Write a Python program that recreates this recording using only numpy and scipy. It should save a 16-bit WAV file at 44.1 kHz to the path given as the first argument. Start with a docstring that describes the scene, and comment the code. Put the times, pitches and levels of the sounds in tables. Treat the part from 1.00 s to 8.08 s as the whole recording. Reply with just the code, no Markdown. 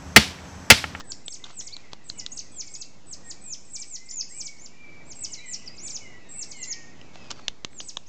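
"""Forest air rumbles and foliage hisses throughout; at 0 s come soft whistles and the noisy tail end of a call.
Tamarin calls, frequency arches near 8 kHz that plunge at the end, overlap to 5.8 s; two more follow 6.8 s.
Twigs snap as damped rings and leaves crunch as shaped noise, up to 1.3 s and again from 6 s.
At the strongest snap, near 6.5 s, the microphone overloads, giving a low thump.
Noise-tail echoes add the forest; sampling at a low rate then folds the treble about half that rate."""
import sys
import numpy as np
from scipy import signal
from scipy.fft import rfft, irfft, next_fast_len
from scipy.io import wavfile
from scipy.ndimage import uniform_filter1d, map_coordinates

SR = 44100
rng = np.random.default_rng(int(sys.argv[2]) if len(sys.argv) > 2 else 0)


def dump(signal):
    """Clip the signal to [-1, 1] and save it as 16-bit WAV at the path in sys.argv[1]."""
    limited = np.clip(np.atleast_2d(signal).T, -1, 1)
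    pcm = np.round(limited * 32767).astype(np.int16)
    wavfile.write(sys.argv[1], SR, pcm)


N = 312228


def amp(db):
    """Logarithmic level: decibels to amplitude gain."""
    return 10 ** (np.asarray(db) / 20)


def unit(x):
    """Normalisation: x scaled to rms 1."""
    return x / np.sqrt(np.mean(x ** 2) + 1e-20)


def along(points, hz):
    """Interpolation of (f/Hz, value) points on a logarithmic frequency axis."""
    f, v = np.transpose(points)
    return np.interp(np.log(hz + 1), np.log(f + 1), v)


def over_time(points):
    """Linear interpolation of (t/s, value) points at every sample."""
    return np.interp(np.arange(N) / SR, *np.transpose(points))


def add(track, s, sound):
    """Superposition: mixes a sound into the track from time s."""
    start = int(np.clip(round(s * SR), 0, N - 1))
    track[start:start + len(sound)] += sound[:N - start]


def wobble(rate, size):
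    """Band-limited randomness: a smooth curve through rate random knots a second."""
    knots = rng.standard_normal(size // 40 + 8)
    # the spline is read at every eighth sample, then joined by lines
    coarse = np.arange(0, size + 8, 8)
    curve = map_coordinates(knots, [coarse * rate / SR], mode="mirror")
    return np.interp(np.arange(size), coarse, curve)


def filtered(x, response):
    """Linear filtering: the spectrum of x times a response of frequency."""
    m = next_fast_len(len(x) + 4096)
    return irfft(rfft(x, m) * response(np.fft.rfftfreq(m, 1 / SR)), m)[:len(x)]


def coloured(x, spectrum):
    """Spectral shaping: x through a gain curve of (f/Hz, level/dB) points."""
    return filtered(x, lambda hz: amp(along(spectrum, hz)))


def swell(t, length):
    """Critically damped pulse: rises to 1 at the given length, then dies away."""
    u = t / max(length, 1e-5)
    return u * np.exp(1 - u)


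def glide(times, values, t, smooth):
    """Piecewise-linear contour, its corners rounded by two moving averages of smooth seconds."""
    line = np.interp(t, np.maximum.accumulate(times), values)
    width = max(int(smooth * SR), 1)
    return uniform_filter1d(uniform_filter1d(line, width), width)


# reverberation time of the late echoes: f/Hz, t60/s
FOREST = [(500, 0.06), (2500, 0.72), (6000, 0.59), (9000, 0.73)]
# what trunks and leaves throw back: f/Hz, level/dB
SCATTER = [(500, -2.5), (2500, -1), (6000, 0.5), (7200, 0.5), (8500, -2)]


def echoes(sound, early_db, late_db, early_t60=0.1, rise=0.0046):
    """Diffuse reverberation: near leaves give a short noise tail, trunks farther off a longer one."""
    hz, t, z = signal.stft(rng.standard_normal(SR * 3 // 4), SR, nperseg=256)
    build_up = 1 - np.exp(-t / rise)
    z = z * amp(along(SCATTER, hz))[:, None] * build_up
    late_t60 = along(FOREST, hz)[:, None]
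    tail = 0
    for db, t60 in (early_db, early_t60), (late_db, late_t60):
        decay = signal.istft(z * amp(-60 * t / t60), SR, nperseg=256)[1]
        tail = tail + amp(db) * decay / np.linalg.norm(decay)
    return signal.fftconvolve(sound, tail)


# slow level of the rumble, before its lift and wobble: t/s, level/dB
AIR = [(0.1, -53), (0.31, -59), (1.19, -55), (1.83, -58), (2.31, -53), (2.8, -60), (3.56, -59),
       (3.99, -52.5), (4.45, -56.5), (4.67, -52.5), (5.66, -54.5), (6.28, -51.5), (6.57, -56.5),
       (7.08, -58)]
# relative spectrum of the moving air: f/Hz, level/dB per Hz
RUMBLE = [(15, -44), (25, 3), (33, -10.5), (65, -1.5), (177, 0), (281, -1.5), (323, -3.5), (503, -8),
          (839, -10.5), (1500, -17.5), (1700, -18), (2210, -25.5), (3740, -120)]
# relative spectrum of the foliage: f/Hz, level/dB per Hz
HISS = [(900, -30), (1600, -7.5), (2300, -7.5), (3500, 1.5), (5500, 0.5), (7500, 1.5), (9000, -6.5)]
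HISS_DB = -62  # middle level of the foliage


def air(rumble_db=1, hiss_grows=0.53):
    """Shaped broadband noise: uneven moving air under foliage hiss that stirs a little with it."""
    low = over_time(AIR)
    rumble_level = low + rumble_db + 1.0 * wobble(12, N)
    rumble = unit(coloured(rng.standard_normal(N), RUMBLE)) * amp(rumble_level)
    hiss_level = HISS_DB + hiss_grows * (low - low.mean()) + 0.45 * wobble(8.9, N)
    hiss = unit(coloured(rng.standard_normal(N), HISS)) * amp(hiss_level)
    return rumble + hiss


def slur(length, start_hz, end_hz, db, settle=2.2, overtone_db=-26, waver=0.0071, flutter_db=3.0):
    """Frequency modulation: a note slides quickly off its first pitch and settles on its last."""
    u = np.linspace(0, 1, int(np.clip(length * SR, 64, SR // 2)))
    hz = end_hz + (start_hz - end_hz) * (1 - u) ** settle
    hz = hz * (1 + waver * wobble(82.7, SR // 2)[:len(u)])
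    phase = 2 * np.pi * np.cumsum(hz) / SR
    flutter = flutter_db * wobble(62.6, SR // 2)[:len(u)]
    level = amp(db + flutter) * np.abs(np.sin(np.pi * u)) ** 0.24
    return level * (np.sin(phase) + amp(overtone_db) * np.sin(2 * phase))


# rms level of the farthest callers: t/s, level/dB
CHORUS = [(0, -68), (.7, -62), (1.3, -63.5), (2, -67), (3, -66), (4, -62), (4.599, -55), (5.299, -60),
          (5.8, -57.5), (6.3, -60), (6.6, -67), (7.08, -66)]


def chorus(count=700, centre_hz=2420, spread=.125, bend=.1, length=.04):
    """Incoherent superposition: the farthest whistles come so often that they blur into a haze."""
    out = np.zeros(N)
    for k, (late, high, slope) in enumerate(rng.standard_normal((count, 3))):
        s = (k + late / 2) * N / SR / count
        hz = centre_hz * np.exp(spread * high)
        start_hz = hz * np.exp(bend * (1 + slope))
        add(out, s, slur(length, start_hz, hz * (1 - bend / 2), 0, overtone_db=-12.5))
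    haze = echoes(out, early_db=1.5, late_db=-4, early_t60=.12)[:N]
    return unit(haze) * amp(over_time(CHORUS))


# soft slurred whistles, with the second harmonics of two of them; level before flutter and path:
# t/s, length/s, start f/Hz, end f/Hz, level/dB
WHISTLES = [(0, 0.14, 1960, 1572, -58), (0.398, 0.078, 1984, 2098, -55), (0.652, 0.16, 1990, 2400, -57),
            (0.832, 0.06, 2220, 1990, -56.5), (0.947, 0.08, 2290, 1880, -64),
            (1.113, 0.15, 3040, 2867, -58), (1.159, .095, 2440, 1970, -54), (1.526, 0.056, 3440, 3270, -61),
            (1.59, 0.18, 2530, 2166, -60), (1.734, 0.15, 2470, 2680, -58), (2.229, 0.087, 1940, 1828, -57),
            (2.36, .18, 2275, 2500, -58.5), (2.752, 0.11, 2380, 2297, -54), (2.949, 0.2, 1995, 2098, -57.5),
            (3.166, 0.066, 2470, 2600, -55.5), (3.293, 0.09, 1716, 2380, -54.5),
            (3.335, 0.085, 2950, 2830, -62), (3.367, 0.21, 2504, 2198, -52),
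            (3.696, 0.086, 2200, 2376, -57.5), (3.781, 0.26, 2400, 2304, -48),
            (4.266, 0.048, 3070, 2960, -58), (4.354, 0.06, 2360, 1950, -50.5),
            (4.372, 0.027, 4280, 3890, -39.5), (4.376, 0.076, 2070, 2420, -49),
            (4.435, 0.07, 2174, 1950, -45), (4.841, 0.072, 2244, 2330, -56),
            (4.999, 0.14, 3010, 2860, -57.5), (5.007, .198, 2250, 1945, -50),
            (5.245, .075, 3900, 3740, -62), (5.251, 0.068, 1800, 1870, -56),
            (5.353, 0.073, 2640, 2690, -56.5), (5.521, 0.17, 2280, 1996, -47),
            (5.53, 0.15, 4370, 4160, -53.5), (5.532, 0.13, 3180, 2740, -51),
            (5.669, 0.13, 2040, 2320, -48.5), (5.681, 0.218, 1915, 1846, -52), (6.16, .16, 2730, 2490, -54),
            (6.2, 0.094, 5200, 4950, -59), (6.326, 0.15, 4750, 4390, -59)]
# short nearby squeaks and the rising onsets of some calls; level before flutter:
# t/s, length/s, start f/Hz, end f/Hz, level/dB
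SQUEAKS_AND_ONSETS = [(.712, 0.025, 3270, 4050, -49), (0.725, 0.018, 4080, 4660, -35.5),
                      (0.735, 0.012, 4650, 4170, -37), (1.318, 0.02, 6320, 7140, -31.5),
                      (1.739, 0.034, 6170, 6870, -35), (3.088, 0.016, 4660, 6000, -47),
                      (4.66, 0.022, 5950, 5250, -41.5), (4.676, 0.011, 5280, 4610, -33),
                      (4.686, .07, 5070, 4930, -48), (4.779, 0.029, 4320, 5860, -40.5),
                      (7.062, 0.025, 4930, 6950, -48.5)]


def whistles(direct_db=-1):
    """Direct-to-reverberant ratio: deep-forest notes linger in echoes; near squeaks and onsets are drier."""
    out = np.zeros(N)
    for s, *shape in WHISTLES:
        note = slur(*shape)
        add(out, s, amp(direct_db) * note)
        add(out, s, echoes(note, early_db=-25.0, late_db=-6.0))
    for s, *shape in SQUEAKS_AND_ONSETS:
        note = slur(*shape, settle=1.8, waver=0.015)
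        add(out, s, note)
        add(out, s, echoes(note, early_db=-14, late_db=-23))
    return out


# leaf crunches, and at 0 s the noisy tail end of a call: t/s, level/dB, time to the peak/s
NOISE_BURSTS = [(0, -37, 0.0042), (.439, -47.5, 0.02), (0.48, -50, 0.02), (0.758, -58, 0.044),
                (.913, -54, 0.013), (6.128, -54.5, 0.034), (6.223, -55.5, 0.04), (6.302, -36.5, 0.006),
                (6.317, -52, 0.0067), (6.352, -54, 0.031)]
# relative spectrum of breaking leaves and splinters: f/Hz, level/dB
CRUNCH = [(150, -39), (550, -9.5), (1200, -1.5), (1800, -9.5), (3000, 1), (5000, -1), (8000, -3.5),
          (12000, -21.5)]
# relative spectrum of the litter below: f/Hz, level/dB
KNOCK = [(100, -4), (400, -11), (800, -4), (1250, -5), (1800, -11), (4000, -42.5)]


def noise_bursts(spiky_db=4, litter_db=-9):
    """Crackling noise: grains of unequal size over a dull body give leaf crunches and a call's tail end."""
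    out, t = np.zeros(N), np.arange(SR // 3) / SR
    for s, db, length in NOISE_BURSTS:
        grains = rng.standard_normal(len(t)) * amp(spiky_db * wobble(1200, len(t)))
        body = unit(coloured(grains, CRUNCH)) + amp(litter_db) * unit(coloured(grains, KNOCK))
        add(out, s, amp(db) * swell(t, length) * unit(body))
    return out


CLIMB_HZ_PER_S2 = 570000  # how tightly the pitch arches up to the crest
PLUNGE_HZ, PLUNGE_S = 4932, .0205  # pitch passed in the plunge, its time constant
# part of the drop made by the slow sag; the rest comes in a knee, wider in calls that sag longer
SAG_SHARE, KNEE_S, USUAL_SAG_S = .48, 0.0071, 0.0617


def chirp_pitch(t, sag, crest_hz):
    """Frequency contour about the plunge: an arch, a slow sag, a knee, then an exponential dive."""
    climb = CLIMB_HZ_PER_S2 * np.maximum(-t - sag, 0) ** 2
    knee = np.exp(np.minimum(t, 0) / (KNEE_S * np.sqrt(sag / USUAL_SAG_S)))
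    dropped = SAG_SHARE * np.clip(1 + t / sag, 0, 1) ** 2 + (1 - SAG_SHARE) * knee
    before_dive = crest_hz - climb - (crest_hz - PLUNGE_HZ) * dropped
    return before_dive * np.exp(-np.maximum(t, 0) / PLUNGE_S)


# near calls, all of one shape, levels before smoothing and flutter:
# t of the plunge/s, length before it/s, sag from crest to plunge/s, crest f/Hz, peak level/dB, crest level/dB
CHIRPS = [(0.1226, .087, 0.05, 8180, -28.5, -37), (.327, 0.026, 0.024, 6500, -35, -47),
          (0.35, .096, 0.054, 8580, -31, -19.5), (.607, .112, 0.092, 8360, -29, -44),
          (0.679, .08, .03, 8360, -31.5, -35), (1.1, .061, .032, 8400, -37, -31.5),
          (1.2005, .098, 0.048, 8310, -28.5, -42), (1.378, .074, 0.037, 8480, -33, -29),
          (1.397, 0.057, 0.036, 8150, -28.5, -40), (1.612, .1, 0.09, 7880, -27, -43.5),
          (1.682, .048, 0.018, 7570, -39.5, -50), (1.754, .069, .044, 8530, -33, -28),
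          (1.822, 0.054, .034, 8060, -27.5, -37), (2.138, .08, 0.055, 8160, -32, -35),
          (2.3134, 0.073, 0.047, 8530, -30.5, -25.5), (2.539, .128, 0.16, 8090, -28.5, -37.5),
          (2.765, .12, .08, 8500, -29.5, -32.5), (2.826, 0.13, 0.078, 8250, -29, -36),
          (2.961, .11, 0.11, 7990, -27.5, -41.5), (3.114, .062, 0.022, 8770, -35, -22.5),
          (3.2122, .123, 0.087, 7204, -25.5, -34.5), (3.416, .128, .093, 8480, -28.5, -23),
          (3.472, .11, 0.046, 7870, -28.5, -38), (3.663, 0.097, 0.02, 7300, -37, -42),
          (4.124, 0.074, .04, 7670, -35, -43.5), (4.251, .102, .074, 8490, -26, -20),
          (4.343, .065, .054, 8030, -27.5, -50), (4.538, .067, 0.024, 8450, -30.5, -35),
          (4.549, .093, 0.077, 7640, -28, -33), (4.777, .04, 0.015, 7650, -42.5, -51),
          (4.879, .1, 0.032, 7210, -29.5, -34), (4.91, .085, 0.06, 8230, -31, -27),
          (4.967, .13, 0.12, 8040, -24.5, -52.5), (5.431, .144, 0.12, 8446, -28, -22),
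          (5.521, .053, .028, 8250, -33.5, -35), (5.642, .107, 0.05, 7630, -29.5, -40),
          (5.729, .111, .072, 7360, -24, -36.5), (6.808, .111, .084, 7770, -31, -53.5),
          (6.896, .087, 0.05, 8220, -29.5, -35.5)]
ONSET_DB = -14.5  # against the crest
SHOULDER_DB, HELD_DB, FALL_DB, END_DB = -4, -2.5, -17, -34.5  # against the peak
SHOULDER_S, ACCENT_S = 0.009, 0.0018  # shoulder and peak, before the plunge
FALL_S, TAIL_S = 0.0048, 0.021  # collapse and end of the voice, after the plunge


def chirps(overtone_db=-13, waver=0.0018, flutter_db=2.76, break_db=1.5, break_s=0.014,
           bounce_db=-15, bounce_delay=0.012):
    """Joint frequency and amplitude modulation: a call crests, sags, bursts out and plunges over an octave."""
    out = np.zeros(N)
    for s, lead, sag, crest_hz, db, crest_db in CHIRPS:
        t = np.arange(-lead, TAIL_S, 1 / SR)
        hz = chirp_pitch(t, sag, crest_hz) * (1 + waver * wobble(200, SR // 4)[:len(t)])
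        # the effort peaks near the plunge, then gives out
        times = [-lead, -sag, -SHOULDER_S, -ACCENT_S, 0, FALL_S, TAIL_S]
        levels = [crest_db + ONSET_DB, crest_db, db + SHOULDER_DB, db,
                  db + HELD_DB, db + FALL_DB, db + END_DB]
        level = glide(times, levels, t, smooth=0.0014)
        fade = np.clip((t + lead) / 0.0059, 0, 1) * np.clip((TAIL_S - t) / 0.0019, 0, 1)
        phase = 2 * np.pi * np.cumsum(hz) / SR
        voice = np.sin(phase) + amp(overtone_db) * np.sin(2 * phase)
        # the voice breaks up as it falls
        flutter = flutter_db * wobble(248.4, SR // 4)[:len(t)]
        breaking = np.clip(1 + t / break_s, 0, 1)
        flutter = flutter + break_db * breaking * wobble(496.4, SR // 4)[:len(t)]
        call = voice * fade * amp(level + flutter)
        add(out, s - lead, call)
        # one bounce off the nearest trunk beats against the gliding tone
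        add(out, s - lead + bounce_delay * rng.uniform(0.4, 1), amp(bounce_db) * call)
        add(out, s - lead, echoes(call, early_db=-11.5, late_db=-13.0))
    return out


# twigs and dry leaves; the knock is relative to the snap and halved in amplitude:
# t/s, ring level/dB, ring f/Hz, time to the ring's peak/s, knock level/dB
SNAPS = [(0.1197, -23.5, 4500, 0.00062, -27), (0.2812, -22, 3760, 0.00069, -10),
         (0.4399, -31, 3690, 0.0023, -10), (0.503, -46.5, 2480, .0015, 12), (0.61, -37, 3540, 0.00094, 0),
         (0.7664, -25.5, 3990, 0.00052, -12.5), (0.9326, -20.5, 4200, 0.00015, -10),
         (1.0996, -19, 4150, 0.00057, -14.5), (1.2637, -16.5, 4550, 0.00028, -22),
         (6.0137, -38.5, 2830, 0.00091, -11), (6.157, -30.5, 3200, 0.000099, -1.5),
         (6.3069, -21, 4970, 0.00029, -24), (6.3136, -12, 5660, 0.000055, -23),
         (6.392, -40.5, 1016, 0.0021, -7), (6.4818, -8, 3700, 0.00023, -13),
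         (6.6478, -11, 3640, 0.00014, -12.5), (6.731, -46.5, 2120, 0.00079, -1),
         (6.8036, -23, 2930, 0.00045, -11), (6.9705, -16.5, 3240, 0.00042, -7)]


def snaps(upper=1.8, upper_db=-8, ragged=1.87, splinter_db=-18, splinter_life=0.0022, knock_life=0.00087):
    """Damped resonance: a breaking fibre rings raggedly, with splinters and a dull knock from the litter."""
    out, t = np.zeros(N), np.arange(SR // 20) / SR
    for s, db, hz, length, knock_db in SNAPS:
        phase = 2 * np.pi * hz * t + ragged * wobble(740, len(t))  # ragged in radians
        ring = swell(t, length) * (np.sin(phase) + amp(upper_db) * np.sin(upper * phase))
        splinter_noise = unit(coloured(rng.standard_normal(len(t)), CRUNCH))
        splinters = amp(splinter_db) * swell(t, splinter_life / 2 + length / 2) * splinter_noise
        knock_noise = unit(coloured(rng.standard_normal(len(t)), KNOCK))
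        knock = amp(knock_db) / 2 * swell(t, knock_life) * knock_noise
        snap = amp(db) * (ring + splinters + knock)
        add(out, s, snap)
        add(out, s, echoes(snap, early_db=-27.0, late_db=-37.0))
    return out


def thump(s=6.4815, db=-33, length=0.0066):
    """Overload: at the strongest snap the microphone gives a low thump, set here as a one-sided pulse."""
    out = np.zeros(N)
    add(out, s, amp(db) * swell(np.arange(SR // 10) / SR, length))
    return out


def scene():
    """Superposition of calls near and far, snaps, thump, noise bursts and the forest air."""
    return (chirps() + whistles() + chorus() + snaps() + thump() + noise_bursts() + air())[None]


# the converter's slow filter, applied before and after sampling: f/Hz, level/dB
BAND_EDGE = [(6500, 0), (7500, -2.5), (8000, -7), (8500, -16.5), (9000, -38), (10000, -85)]
SAMPLING_HZ = 16000
TOP_HZ = 9300  # nothing passes above


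def record(dry, offset=0.011):
    """Aliasing: slow filters let treble fold about half the sampling rate; the converter sits off zero."""
    # sampling multiplies by a pulse train; its mean and first harmonic suffice here
    mirror = 1 + 2 * np.cos(2 * np.pi * SAMPLING_HZ * np.arange(N) / SR)
    sampled = coloured(coloured(dry[0], BAND_EDGE) * mirror, BAND_EDGE)
    return (filtered(sampled, lambda hz: hz < TOP_HZ) + offset)[None]


dry = scene()
out = record(dry)
dump(out)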